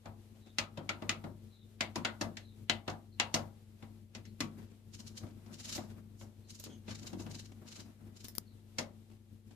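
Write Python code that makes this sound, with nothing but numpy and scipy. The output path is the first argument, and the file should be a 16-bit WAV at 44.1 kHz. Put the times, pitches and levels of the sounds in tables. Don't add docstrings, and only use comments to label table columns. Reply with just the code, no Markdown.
import sys
import numpy as np
from scipy import signal
from scipy.fft import rfft, irfft
from scipy.io import wavfile

SR = 44100
rng = np.random.default_rng(int(sys.argv[2]) if len(sys.argv) > 2 else 0)


def put_to_file(sound):
    columns = np.atleast_2d(sound).T
    safe = np.clip(columns, -1, 1)
    whole_steps = np.round(safe * 32767)
    wavfile.write(sys.argv[1], SR, whole_steps.astype(np.int16))


N = 421155

# frequency in Hz, correlation from 0 to 1.
LIKENESS = [(50, 0.94), (130, 0.88), (300, 0.6), (640, 0.54), (1400, 0.033), (15000, 0.034)]
# frequency in Hz, level in dB, left-right difference in dB.
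HUM_TONES = [(48.4, -66, 9.5), (72.8, -70.5, 2), (99.8, -53.5, 8), (124, -67.5, 0), (218.8, -59.5, 6.5),
             (345, -73.5, 1.5)]
# time in seconds, level in dB.
HUM_COURSE = [(0.0, -59), (0.66, -61), (1.04, -54.5), (1.62, -59), (2.1, -55.5), (2.47, -56.5),
              (3.27, -57.5), (4.18, -59), (4.6, -55.5), (4.76, -57.5), (5.8, -55.5), (6.38, -58),
              (6.99, -55.5), (9.55, -59.5)]
# frequency in Hz, density in dB per Hz.
DRONE_SPECTRUM = [(20, -22), (45, -12), (80, -7), (120, -10), (170, 0.5), (230, -2.5), (340, -5),
                  (450, -11.5), (700, -32.5), (1500, -33.5)]
# frequency in Hz, density in dB per Hz.
AIR_SPECTRUM = [(240, -23.5), (400, -3), (1120, -17), (1370, -16.5), (1470, -18.5), (2090, -17.5),
                (4010, -18), (4390, -20.5), (13900, -23), (15000, -36)]
# start in seconds, snap level in dB, then thump, knock
# and edge in dB against the snap, knock pitch in Hz, snap pitch in Hz.
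BLOWS = [(0.055, -45.5, -4, -3, -15.5, 703, 2440), (0.5833, -17.5, -22.5, -22, -13, 1260, 2500),
         (0.7717, -38, -3.5, -6, -17.5, 587, 3130), (0.8903, -20, -23.5, -21, -19, 1360, 2320),
         (1.0192, -39.5, 0, -5.5, -20.5, 580, 2240), (1.0919, -17, -19.5, -23.5, -15.5, 1255, 2500),
         (1.2385, -43.5, 4.5, -4, -19, 606, 2180), (1.806, -18, -18.5, -22, -16, 666, 2230),
         (1.9558, -30, -6, -9, -9.5, 960, 2440), (2.0474, -19, -19.5, -18.5, -18, 1440, 2020),
         (2.2097, -26.5, -6, -12, -10.5, 656, 1760), (2.368, -33.5, -20.5, -24.5, -14, 640, 1760),
         (2.6959, -13, -22, -24, -18.5, 670, 2980), (2.877, -29.5, -8.5, -8.5, -17.5, 740, 1790),
         (2.8959, -39.5, -16.5, -14, -9.5, 830, 1800), (3.1974, -14.5, -26, -21, -15.5, 910, 2780),
         (3.34, -21.5, -10, -14.5, -6, 650, 2870), (3.36, -31, -17, -10, -32, 576, 2280),
         (3.8235, -46, -2, -10.5, -20, 783, 2160), (4.148, -37, -14.5, -17.5, -11, 556, 2480),
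         (4.251, -48.5, -18.5, -27, -11, 522, 1970), (4.4033, -24.5, -7, -18, -11, 1130, 2370),
         (5.2318, -57, 11.5, 2.5, -15, 630, 2300), (5.46, -56.5, -8.5, -9, -9.5, 920, 2600),
         (5.7765, -38, -0.5, -6, -22, 680, 2150), (6.2094, -47.5, -5, -10, -20, 592, 2180),
         (6.6597, -46.5, 1, -11.5, -14, 530, 3060), (6.8785, -40.5, -2, -12, -22, 574, 2480),
         (7.1288, -46.5, 8.5, -5.5, -11, 670, 3200), (7.194, -48.5, 6.5, -6, -20, 507, 2690),
         (7.2615, -44.5, -3, -9.5, -17, 754, 2960), (8.7829, -24.5, -16, -16, -9, 590, 2150)]
# low and high limit in Hz, rise in
# seconds, crack in dB against the tail, crack T60 in seconds, tail T60 in seconds, band level in dB.
BLOW_BANDS = [(135, 364, 0.00096, 13, 0.012, 0.4, -5.5), (475.6, 1365, 0.0018, -0.5, 0.045, 0.29, -2),
              (1567, 4150, 0.00044, 7, 0.029, 0.18, -14.5), (4290, 6980, 0.00023, 12, 0.038, 0.16, -3),
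              (8260, 12800, 0.000217, 10, 0.016, 0.16, -7)]
# frequency in Hz, width in Hz, gain in dB.
PANEL_MODES = [(152, 5.3, 7.5), (180.5, 4, 0.5), (226.8, 36, 6.5), (244, 30, -3), (328, 39, 0),
               (603, 120, 0.5), (705, 44, -4.5), (808, 5.1, 5.5), (938, 16, 4), (1288, 7.4, -21.5),
               (1760, 21, -13), (2030, 26, 7), (2200, 16, 4), (2650, 130, -3), (2840, 240, -9.5),
               (3340, 50, -8.5), (5330, 330, -5)]
# start in seconds, peak level in dB before the
# common trim, length in seconds (the peak falls at half of it).
BRUSH_EVENTS = [(0.345, -61, 0.031), (0.452, -55, 0.028), (4.572, -59, 0.1), (4.699, -58.5, 0.027),
                (5.253, -54.5, 0.051), (5.893, -52, 0.026), (6.694, -55.5, 0.043), (7.517, -51, 0.012),
                (8.094, -67, 0.013), (9.095, -60, 0.043), (9.295, -70, 0.025), (9.503, -57, 0.025)]
# frequency in Hz, density in dB per Hz.
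BRUSH_SPECTRUM = [(100, -33), (230, 16.5), (400, 2), (800, -3.5), (1300, -10.5), (2500, -9.5),
                  (4000, -13.5), (8000, -16.5), (15000, -35)]
# start in seconds, length in seconds, first pitch in Hz, fall in Hz, # level in dB before the common
SQUEAK_EVENTS = [(0.388, 0.17, 4050, 586, -68.5), (1.466, .23, 4050, 444, -68),
                 (2.347, 0.23, 4480, 902, -67.5), (3.109, 0.056, 4350, 250, -66.5),
                 (4.242, .078, 4350, 252, -67.5), (6.42, 0.087, 4300, 250, -73),
                 (6.64, 0.16, 6470, 150, -68), (6.673, .11, 3300, 101, -63.5),
                 (8.443, 0.12, 4460, 603, -71)]
# time in seconds, level in dB before the trim.
RUMBLE_COURSE = [(4.5, -63), (4.61, -53.5), (4.77, -86), (4.99, -58.5), (5.15, -53), (5.38, -61),
                 (5.53, -57), (5.76, -52), (6.31, -70), (6.54, -62), (6.68, -65), (6.93, -66),
                 (7.09, -50.5), (7.21, -51.5), (7.5, -57), (7.87, -57.5), (8.32, -63), (8.6, -65)]
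# frequency in Hz, density in dB per Hz.
RUMBLE_SPECTRUM = [(60, -28), (130, -6), (200, -1), (320, -7.5), (450, -14.5), (900, -20), (1500, -19.5),
                   (4000, -32.5)]
# first step in seconds, last step in seconds, number of steps, each gap
# as a ratio to the one before, first and last level in dB before the trim, extra dB in mid-turn,
# step length in seconds, tilt in dB per octave.
DIAL_TURNS = [(4.946, 5.179, 4, 1.34, -42, -38.5, -2, .021, 2),
              (5.543, 5.758, 6, 0.82, -44.5, -32, 0.5, 0.027, 1.5),
              (6.206, 6.228, 2, 1, -52.5, -53.5, 0, 0.033, 8),
              (6.506, 6.648, 4, 0.98, -42.5, -40.5, -5, .025, 3.5),
              (6.895, 6.913, 2, 1.04, -43.5, -39, 0, 0.03, -3.5),
              (6.956, 7.075, 4, 1.06, -41, -36.5, -7.5, 0.017, 0),
              (7.205, 7.223, 2, 1, -45, -49.5, 0, 0.027, 3.5),
              (7.316, 7.458, 4, 1.29, -43, -49, 7, .02, 0.5), (7.685, 7.803, 4, 1, -45, -43, 0.5, 0.025, 0),
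              (8.172, 8.252, 3, 1.1, -49, -41.5, -1.5, .019, 1.5)]
# frequency in Hz, density in dB per Hz.
RASP_SPECTRUM = [(530, -4.5), (900, -13), (1360, -3.5), (1820, -5.5), (2180, -3.5), (3360, -3.5),
                 (4010, -2.5), (4360, -4), (5450, 1), (8730, -10.5), (11400, -12.5), (15000, -26)]
# frequency in Hz, width in Hz, gain in dB.
KNOB_MODES = [(930, 62, 6), (3000, 310, -3.5), (4100, 600, -1), (4800, 800, -7), (6860, 1000, 1)]
# start in seconds, level in dB, left-right difference in dB, room in dB
STRAP_TICKS = [(5.7555, -39, 5, 13), (6.5515, -50, 8, -3), (6.599, -38, -14, 9), (6.6394, -35, 11, -6),
               (7.0654, -43, -3, 2), (8.244, -35.5, 10, 7), (8.2833, -33.5, 11, 9),
               (8.3514, -33.5, 20, 9.5), (8.382, -18.5, 21, -10)]
# frequency in Hz, gain in dB.
TICK_SPECTRUM = [(200, 29), (1000, 11), (3000, 4), (5000, 10), (8000, 2.5), (12500, 6), (15000, 6)]
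# frequency in Hz, left-right difference in dB.
PORT_COLOUR = [(100, -2.5), (220, 1), (650, -0.5), (1300, 1.5), (2400, 1), (4400, 3), (6800, -7),
               (8500, -3.5), (12000, -2)]


def gain_of(db):
    return 10 ** (np.asarray(db) / 20)


def evened(x):
    return x / np.sqrt(np.mean(x ** 2) + 1e-20)


def read(points, hz):
    f, value = np.transpose(points)
    return np.interp(np.log(hz + 1), np.log(f + 1), value)


def add(mix, s, sound):
    part = mix[:, max(round(s * SR), 0):][:, :sound.shape[1]]
    part += sound[:, :part.shape[1]]


def panned(balance_db):
    return evened(gain_of(np.array([[.5], [-.5]]) * balance_db))


def coloured(x, points, tilt_db=0):
    hz = np.fft.rfftfreq(x.shape[-1], 1 / SR)
    octaves = np.log2(np.maximum(hz, 1000) / 1000)
    return irfft(rfft(x) * gain_of(read(points, hz) + tilt_db * octaves), x.shape[-1])


def noise(size):
    a, b = rfft(rng.standard_normal((2, size)))
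    same = read(LIKENESS, np.fft.rfftfreq(size, 1 / SR))
    return irfft(np.array([a, same * a + np.sqrt(1 - same ** 2) * b]), size)


def drift(rate):
    hz = np.fft.rfftfreq(N, 1 / SR)
    return evened(irfft(rfft(rng.standard_normal(N)) * np.exp(-(hz / rate) ** 2), N))


def ringing(x, modes):
    out = x
    for hz, width, db in modes:
        out = out + gain_of(db) * signal.lfilter(*signal.iirpeak(hz, hz / width, SR), x)
    return out


def room(x, t60):
    t = np.arange(SR // 4) / SR
    tail = noise(len(t)) * gain_of(-60 * t / t60) * (1 - np.exp(-t / .002))
    return signal.fftconvolve(x, tail / np.linalg.norm(tail[0]), axes=1)[:, :x.shape[1]]


def hum(flutter_db=2.5, flutter_rate=18, throb_hz=6.4, throb_db=-0.5,
        swell_db=-40, swell_per_db=0.24, swell_rise_s=0.0044, swell_fall_s=0.1,
        drone_db=-63, drone_balance_db=8.0, wander_turns=.08, wander_rate=5):
    t = np.arange(N) / SR
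    power = gain_of(np.interp(t, *np.transpose(HUM_COURSE))) ** 2
    after = t[:SR]
    swell_shape = (1 - np.exp(-after / swell_rise_s)) * np.exp(-after / swell_fall_s)
    for s, db, thump_db, *_ in BLOWS:
        swell = gain_of(swell_db + swell_per_db * (db + thump_db)) * swell_shape
        add(power[None], s, swell[None] ** 2)
    waver_db = flutter_db * drift(flutter_rate) + throb_db * np.sin(2 * np.pi * throb_hz * t)
    level = evened(np.sqrt(power) * gain_of(waver_db))
    sound = gain_of(drone_db) * evened(coloured(noise(N), DRONE_SPECTRUM)) * panned(drone_balance_db)
    for hz, db, side_db in HUM_TONES:
        turns = hz * t + rng.random() + wander_turns * drift(wander_rate)
        sound += gain_of(db) * panned(side_db) * np.sqrt(2) * np.sin(2 * np.pi * turns)
    return level * sound


def air(level_db=-72, waver_db=-2.0, waver_rate=8, balance_db=3.5):
    hiss = evened(coloured(noise(N), AIR_SPECTRUM))
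    return gain_of(level_db + waver_db * drift(waver_rate)) * hiss * panned(balance_db)


def presses(blow_s=0.017, rise_s=.0005, lag_s=.0008, balance_db=3.0,
            knock_width_hz=110, knock_ring_db=7, snap_width_hz=200, snap_ring_db=3,
            sparkle_offset_db=-7.5, sparkle_per_thump=.3, hard_offset_db=0.5, hard_per_db=0.83,
            pad_s=0.0013, faint_db=-34, faint_s=.009, faint_per_db=.5,
            spike_db=22, spike_s=0.001, click_db=34, push_db=6.5, push_per_db=1, usual_thump_db=-40):
    out, t = np.zeros((2, N)), np.arange(16384) / SR - .025
    after = np.maximum(t, 0)
    blow = np.exp(-(t / blow_s) ** 4) * (t > 0)
    faint_swell = gain_of(faint_db) * np.exp(-abs(t) / faint_s)
    impulse = signal.unit_impulse(len(t), np.argmax(t > rise_s))
    filters = [signal.butter(3, [lo, hi], "band", fs=SR, output="sos") for lo, hi, *_ in BLOW_BANDS]
    for s, db, thump_db, knock_db, edge_db, knock_hz, snap_hz in BLOWS:
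        shake, sound = noise(len(t)), 0
        sparkle_db = edge_db + sparkle_offset_db + sparkle_per_thump * thump_db
        hard_db = hard_offset_db + hard_per_db * db
        own_notes = [(knock_hz, knock_width_hz, knock_ring_db), (snap_hz, snap_width_hz, snap_ring_db)]
        modes = [*PANEL_MODES, *own_notes]
        cushion = pad_s * gain_of(min(thump_db - hard_db, 0))
        spike = gain_of(spike_db + hard_db) * np.exp(-after / spike_s)
        click = gain_of(click_db + hard_db) * impulse
        push = gain_of(push_db + push_per_db * (db + thump_db - usual_thump_db))
        faint = faint_swell * gain_of(-faint_per_db * db)
        parts_db = (thump_db, knock_db, 0, edge_db, sparkle_db)
        for band, row, part_db in zip(filters, BLOW_BANDS, parts_db):
            lo, hi, rise, crack_db, crack_t60, t60, ring_db = row
            fall = gain_of(crack_db - 60 * after / crack_t60) + gain_of(-60 * after / t60)
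            fall = fall + spike * (lo > 1000)
            onset = 1 - np.exp(-after / (rise + cushion))
            drive = shake * (fall * onset + faint) + click * (push if lo < 300 else 1)
            band_modes = [mode for mode in modes if lo / 1.2 < mode[0] < hi * 1.2]
            ring = signal.sosfilt(band, ringing(drive, band_modes))
            strength = np.sqrt(np.average(ring ** 2, axis=1, weights=blow))[:, None]
            sound = sound + gain_of(db + part_db + ring_db) * ring / strength
        add(out, s + lag_s + t[0], sound)
    return out * panned(balance_db)


def brushes(trim_db=-3, grain_db=3, balance_db=4):
    out, t = np.zeros((2, N)), np.arange(SR // 3) / SR
    for s, db, length in BRUSH_EVENTS:
        u = 2 * t / length
        swell = u * np.exp(1 - u)
        slips = gain_of(grain_db * np.repeat(rng.standard_normal(len(t)), 200)[:len(t)])
        rub = evened(coloured(noise(len(t)) * slips, BRUSH_SPECTRUM))
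        add(out, s, gain_of(db + trim_db) * swell * rub)
    return out * panned(balance_db)


def squeaks(trim_db=-4):
    out = np.zeros((2, N))
    smooth = signal.butter(2, 190, fs=SR, output="sos")
    for s, length, hz, fall_hz, db in SQUEAK_EVENTS:
        t = np.arange(int(length * SR)) / SR
        blur = signal.sosfilt(smooth, noise(SR // 2))[:, -len(t):]
        whistle = np.sin(2 * np.pi * np.cumsum(hz - fall_hz * t / length) / SR)
        fade = signal.windows.tukey(len(t), .8)
        add(out, s, gain_of(db + trim_db) * evened(blur * whistle) * fade)
    return out + .5 * room(out, .25)


def handling(trim_db=-1, lumps_db=4.5, lump_rate=22, balance_db=4):
    s, db = np.transpose(RUMBLE_COURSE)
    level = gain_of(np.interp(np.arange(N) / SR, s, db, left=-np.inf, right=-np.inf))
    rub = coloured(noise(N) * gain_of(lumps_db * drift(lump_rate)), RUMBLE_SPECTRUM)
    body = ringing(rub, [mode for mode in PANEL_MODES if mode[0] < 1000])
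    return gain_of(trim_db) * level * evened(body) * panned(balance_db)


def steps():
    for first, last, count, gap_ratio, first_db, last_db, arch_db, length, tilt_db in DIAL_TURNS:
        way = np.append(0, np.cumsum(gap_ratio ** np.arange(count - 1.0)))
        for u in way / way[-1]:
            db = first_db + u * (last_db - first_db) + arch_db * np.sin(np.pi * u)
            yield first + u * (last - first), db, length, tilt_db


def dial(trim_db=-7.0, grain_db=2.0, room_db=-9, t60=0.29, balance_db=3.0, width_share=0.47, roundness=1.14):
    out, t = np.zeros((2, N)), np.arange(SR // 6) / SR - 1 / 12
    for s, db, length, tilt_db in steps():
        swell = np.exp(-abs(t / (length * width_share)) ** roundness)
        slips = gain_of(grain_db * np.repeat(rng.standard_normal(len(t)), 48)[:len(t)])
        rasp = evened(ringing(coloured(noise(len(t)) * slips, RASP_SPECTRUM, tilt_db), KNOB_MODES))
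        add(out, s + t[0], gain_of(db + trim_db) * swell * rasp)
    return (out + gain_of(room_db) * room(out, t60)) * panned(balance_db)


def strap(trim_db=-6, snap_s=0.0015, t60=0.11, near_db=12, near_gain_db=6, near_tilt_db=4.0, near_dry_db=12.7):
    out, t = np.zeros((2, N)), np.arange(SR // 5) / SR
    for s, db, balance_db, room_db in STRAP_TICKS:
        near = min(abs(balance_db) / near_db, 1) ** 2
        shape = np.exp(-abs(t - .0012) / snap_s * (1 + near))
        tick = coloured(noise(len(t)) * shape, TICK_SPECTRUM, near * near_tilt_db) * (t < .02)
        tick *= np.linalg.norm(shape) / np.linalg.norm(tick, axis=1, keepdims=True)
        tick *= gain_of(db + trim_db + near * near_gain_db)
        reflections = gain_of(room_db - near_dry_db * near) * room(tick, t60)
        add(out, s, tick * panned(balance_db) + reflections)
    return out


def scene():
    return hum() + air() + presses() + brushes() + squeaks() + handling() + dial() + strap()


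def record(dry, edge_hz=15050):
    hz = np.fft.rfftfreq(N, 1 / SR)
    ports = gain_of(np.array([[.5], [-.5]]) * read(PORT_COLOUR, hz))
    heard = irfft(rfft(dry) * ports, N)
    low_pass = signal.firwin(301, edge_hz, window=("kaiser", 8), fs=SR)
    return signal.oaconvolve(heard, low_pass[None], "same")


dry = scene()
out = record(dry)
put_to_file(out)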